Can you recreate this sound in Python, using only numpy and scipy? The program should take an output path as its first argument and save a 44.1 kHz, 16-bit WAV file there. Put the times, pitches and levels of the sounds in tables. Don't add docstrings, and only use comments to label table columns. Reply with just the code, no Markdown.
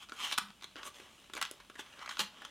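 import sys
import numpy as np
from scipy import signal
from scipy.io import wavfile
from scipy.ndimage import uniform_filter1d

SR = 44100
rng = np.random.default_rng(int(sys.argv[2]) if len(sys.argv) > 2 else 0)


def waveform_to_disk(signal):
    frames = np.transpose(np.atleast_2d(signal))
    scaled = np.clip(frames, -1, 1) * 32767
    samples = np.round(scaled).astype(np.int16)
    wavfile.write(sys.argv[1], SR, samples)


N = 110250

BAND_BORDERS_HZ = [180, 750, 2250, 5200, 15500]


def amp(db):
    return 10 ** (np.asarray(db) / 20)


def unit(x):
    return x / np.sqrt(np.mean(x ** 2) + 1e-20)


def read(points, hz):
    f, value = np.transpose(points)
    return np.interp(np.log(hz + 1), np.log(f + 1), value)


def add(mix, s, sound):
    part = mix[round(s * SR):][:len(sound)]
    part += sound[:len(part)]


def colour(x, points, size=4096):
    hz = abs(np.fft.fftfreq(size, 1 / SR))
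    log_gain = np.log(amp(read(points, hz)))
    response = np.exp(np.conj(signal.hilbert(log_gain)))
    taps = np.fft.ifft(response).real[:size // 2]
    return signal.fftconvolve(x, taps)[:len(x)]


def band(x, index):
    borders = BAND_BORDERS_HZ[index:index + 2]
    return signal.sosfilt(signal.butter(3, borders, "band", fs=SR, output="sos"), x)


def waver(hz):
    return unit(signal.sosfilt(signal.butter(2, hz, fs=SR, output="sos"), rng.standard_normal(N)))


def hiss(points):
    level_db = -64
    return amp(level_db) * unit(colour(rng.standard_normal(N), points))


def slides():
    # (peak time [s], rise [s], fall [s], crack level [dB], push [dB], body [dB], edge [dB])
    strokes = [ (0.029, 0.033, 0.021, -55, -10.5, -3.5, -5.5), (0.134, 0.021, 0.037, -63, 5.5, 3, 3),
               (.248, .06, 0.051, -39.5, -18.5, -5.5, -7), (.335, 0.034, 0.011, -46.5, -24, -9, -1.5),
               (.780, 0.018, 0.051, -56, -3, 2.5, -11), (0.871, .028, 0.019, -49.5, -6.5, -3, 1.5),
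               (0.961, 0.018, 0.036, -56, -8, -3.5, -3), (1.02, 0.043, 0.1, -61, -2, -1.5, -5.5),
               (1.24, 0.23, 0.041, -66, -5, -5.5, -3.5), (1.378, 0.024, 0.025, -51, -1, 1, -16),
               (1.445, 0.023, 0.03, -51.5, -15, -3, -22), (1.56, 0.03, 0.068, -68, 0, -2, -14),
               (1.802, 0.019, 0.014, -49, -10, -2.5, -4), (1.90, 0.085, 0.24, -63.5, -4.5, 0, -6),
               (2.025, 0.044, 0.032, -55, -9, 4.5, -11), (2.115, 0.029, 0.057, -53, -12, -6.5, -6),
               (2.202, 0.016, .032, -40, -12, -3.5, -2), (2.44, 0.11, 0.063, -59.5, -2, -1, -14)]
    # (frequency [Hz], gain [dB])
    sheet_gain = [(150, -4.5), (400, -3), (750, -1.5), (1130, 5.5), (1500, 0), (1900, -1), (2400, -0.5),
                  (3200, 6.5), (4600, -9.5), (6500, 1.5), (10000, -3), (15000, -13.5)]
    grains_per_s, grain_spread_db = 1600, 3.5
    grain_share = 0.44
    jerk_db, jerk_hz = 1.4, 80

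    t = np.arange(N) / SR
    power = np.zeros((len(BAND_BORDERS_HZ) - 1, N))
    for s, rise, fall, level_db, push_db, body_db, edge_db in strokes:
        stroke = np.exp(-((t - s) / np.where(t < s, rise, fall)) ** 2)
        register_db = level_db + np.array([push_db, body_db, 0, edge_db])
        power += (amp(register_db)[:, None] * stroke) ** 2

    sizes = amp(grain_spread_db * np.minimum(rng.exponential(1, N), 4)) * rng.choice([-1, 1], N)
    grains = unit(sizes * (rng.random(N) < grains_per_s / SR))
    smooth = rng.standard_normal(N)
    friction = np.sqrt(grain_share) * grains + np.sqrt(1 - grain_share) * smooth
    friction *= amp(jerk_db * waver(jerk_hz))
    registers = [np.sqrt(p) * unit(band(friction, k)) for k, p in enumerate(power)]
    return colour(sum(registers), sheet_gain)


def snap(length, level_db, push_db, body_db, edge_db, size=2048):
    attack_s, fall_power = 0.0004, 0.98
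    slip_spread_db = 4.5
    first_tear = 3.3
    push_decay_s, push_hz = 0.0017, 302
    reference_s = 0.0036

    t = np.arange(size) / SR
    attack = 1 - np.exp(-t / attack_s)
    slips = attack * unit(rng.standard_normal(size) * amp(slip_spread_db * rng.standard_normal(size)))
    slips[0] += first_tear
    slips *= np.exp(-(t / length) ** fall_power)

    swing_hz = push_hz * amp(rng.standard_normal())
    swing = np.sin(2 * np.pi * swing_hz * t) * np.exp(-t / push_decay_s)
    scuff = unit(band(slips, 0))
    push = unit(np.gradient(swing) * attack) + scuff

    out = amp(push_db) * unit(push)
    for k, db in enumerate([body_db, 0, edge_db], start=1):
        out += amp(db) * unit(band(slips, k))
    return amp(level_db) * out * np.sqrt(reference_s * SR / size)


def snaps():
    # (time [s], decay length [s], crack level [dB], push [dB], body [dB], edge [dB])
    buckles = [ (.0950, .003, -48.5, -8, -0.5, -6.5), (0.1209, 0.0015, -46.5, -0.5, 5, -29),
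               (0.3008, .002, -45, -15, -15, -10), (0.3135, 0.0015, -38, -27, 0.5, -12),
               (0.3222, 0.0075, -32.5, -26, -4, -8), (0.3259, 0.0038, -33, -16, -8, -7),
               (0.34, 0.0033, -38.5, -18, -9, -13), (0.3782, 0.0047, -28.5, -27, -2, -4),
               (.3836, 0.0017, -29.5, -9.5, 1.5, 1), (0.504, 0.0013, -53, -9, 2, -14),
               (.6230, 0.0035, -48.5, -7, -2.5, -9), (0.6343, 0.0015, -50, -18, 0.5, -6),
               (0.6428, 0.0018, -42, -11, -4.5, -7), (0.7574, 0.001, -50.5, 0.5, 3, -15),
               (0.7636, 0.003, -47.5, -1.5, -2, -16), (0.7861, 0.0057, -67, -9, 12, -10),
               (0.8311, 0.0024, -43.5, -14, 0, -13), (0.9994, 0.0042, -54.5, 2, 5.5, -4),
               (1.2983, 0.0032, -56, -0.5, 7.5, -8), (1.3356, 0.0033, -41, -9, -1, -4),
               (1.3516, 0.0016, -48.5, -1.5, 2, 2.5), (1.3612, .003, -47.5, -4, -9, -7),
               (1.367, 0.0041, -42.5, -15, 3.5, -4), (1.376, 0.0038, -49.5, -24, 10.5, 4),
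               (1.4143, 0.0019, -34.5, -31, 1.5, -1), (1.417, 0.0029, -38.5, -22, 5.5, -5),
               (1.4260, 0.0013, -31, -24.5, -3.5, -3.5), (1.4298, 0.0013, -39, -26, -1, -6),
               (1.452, 0.00076, -38.5, -29, -6, -9), (1.5124, 0.0011, -47, 1, -6, 7.5),
               (1.601, 0.0058, -53.5, -6, 4, -9), (1.6987, 0.0035, -54, 1.5, 6, -5),
               (1.7545, 0.0046, -53.5, -1.5, 7, -6), (1.7928, 0.0019, -49.5, 6, 7.5, -14),
               (1.9920, 0.0026, -50.5, -6, -1.5, -10), (2.06, 0.005, -47, -10.5, 5.5, -8),
               (2.0765, 0.0025, -53.5, -17, 14.5, -14), (2.0920, 0.0042, -39.5, -17, 1.5, -8),
               (2.1100, 0.0045, -41.5, -18, 4, -10), (2.1700, 0.0023, -42, -29, -1, -15),
               (2.1930, 0.0035, -28, -14, -8, -6.5), (2.2027, 0.0047, -30, -39, -4, -4),
               (2.2080, 0.0046, -34, -12, -2.5, -13), (2.4195, .003, -52.5, -8, 7, -6),
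               (2.4498, 0.0025, -43.5, -18, 0, -6)]
    # (frequency [Hz], gain [dB])
    sheet_gain = [(150, -5.5), (400, 1), (800, -6.5), (1100, 1.5), (1450, 4), (1800, -3), (2400, -1),
                  (3400, 5), (4800, -3.5), (7000, 1), (10000, -2), (15000, -13)]
    ticks_per_s, tick_db, tick_spread_db = 12, -62.5, 3.5

    out = np.zeros(N)
    for s, *shape in buckles:
        add(out, s, snap(*shape))
    for when, draw in rng.random((round(ticks_per_s * N / SR), 2)):
        level_db = tick_db - tick_spread_db * np.log(draw + 0.081)
        add(out, when * N / SR, snap(0.0021, level_db, -12, -1.8, -13))
    return colour(out, sheet_gain)


def panels(x, size=256):
    spread_db, width_hz, drift_s = 2.5, 450, 0.05
    overlap = size * 3 // 4
    z = signal.stft(x, nperseg=size, noverlap=overlap)[2]
    field = rng.standard_normal(z.shape[::-1]).T
    field = uniform_filter1d(field, round(width_hz * size / SR), axis=0)
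    field = uniform_filter1d(field, round(drift_s * SR * 4 / size), axis=1)
    field -= uniform_filter1d(field, size=9, axis=0)
    gain = unit(amp(spread_db * unit(field)))
    return signal.istft(z * gain, nperseg=size, noverlap=overlap)[1][:N]


def tail(size=32768):
    # (frequency [Hz], time to fall by 60 dB [s])
    decay_times = [(150, 0.06), (400, 0.27), (1040, 0.2856), (2760, 0.3), (7280, 0.246), (15000, 0.3)]
    # (frequency [Hz], gain [dB])
    room_gain = [(150, 3), (600, -0.5), (1300, 1), (3300, 0), (5000, 1), (9000, -5), (15000, -5)]
    level_db, delay_s = -9, 0.0034

    hz, t, z = signal.stft(rng.standard_normal(size), SR, nperseg=256)
    decay = amp(-60 * t / read(decay_times, hz)[:, None])
    taps = signal.istft(z * decay, SR)[1][:size]
    taps *= np.clip(np.arange(size) / SR / delay_s - 1, 0, 1)
    return amp(level_db) * colour(taps / np.linalg.norm(taps), room_gain)


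def room(x):
    # (delay [s], level [dB])
    surfaces = [(.0035, -16.5), (.0082, -16.5), (0.0117, -21.5)]
    # (frequency [Hz], side gain [dB])
    side_gain = [(100, -20), (400, -17), (1200, -31), (2500, -37), (5000, -16), (15000, 4)]
    mid = tail()
    for s, db in surfaces:
        add(mid, s, amp(db) * np.array([.5, .5]))
    side = colour(tail(), side_gain)
    return signal.fftconvolve(x, mid)[:N], signal.fftconvolve(x, side)[:N]


def table():
    # (time [s], level [dB])
    presses = [(0.414, -46), (2.203, -47)]
    # (frequency [Hz], relative level [dB], time to fall by 60 dB [s])
    modes = [(202, 0.5, .3), (178, -6.5, .22), (236, -15, .14)]
    rise_s, waver_db, waver_hz = 0.011, 3, 30

    t, out = np.arange(SR) / SR, np.zeros(N)
    ring = sum(amp(db - 60 * t / t60) * np.cos(2 * np.pi * hz * t) for hz, db, t60 in modes)
    ring *= 1 - np.exp(-t / rise_s)
    for s, db in presses:
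        add(out, s, amp(db) * ring)
    return out * amp(waver_db * waver(waver_hz))


def scene():
    # (frequency [Hz], relative density [dB per Hz])
    mid_spectrum = [(27, -30), (42, 5.5), (60, -1.5), (110, -3), (200, 0), (400, -8), (1150, -8.5),
                    (2000, -12), (3000, -3), (4500, -14.5), (9000, -16.5), (15000, -27.5)]
    side_spectrum = [(60, 2.5), (400, -1), (2000, -7), (15000, -5)]
    hiss_side_db = -11

    paper = panels(slides() + snaps())
    echo, echo_side = room(paper)
    mid = hiss(mid_spectrum) + paper + echo + table()
    side = echo_side + amp(hiss_side_db) * hiss(side_spectrum)
    return np.array([mid + side, mid - side])


def record(dry):
    cutoff_hz = 16200
    taps = signal.firwin(255, cutoff_hz, window=("kaiser", 8), fs=SR)
    return signal.oaconvolve(dry, taps[None], "same", axes=1)


dry = scene()
out = record(dry)
waveform_to_disk(out)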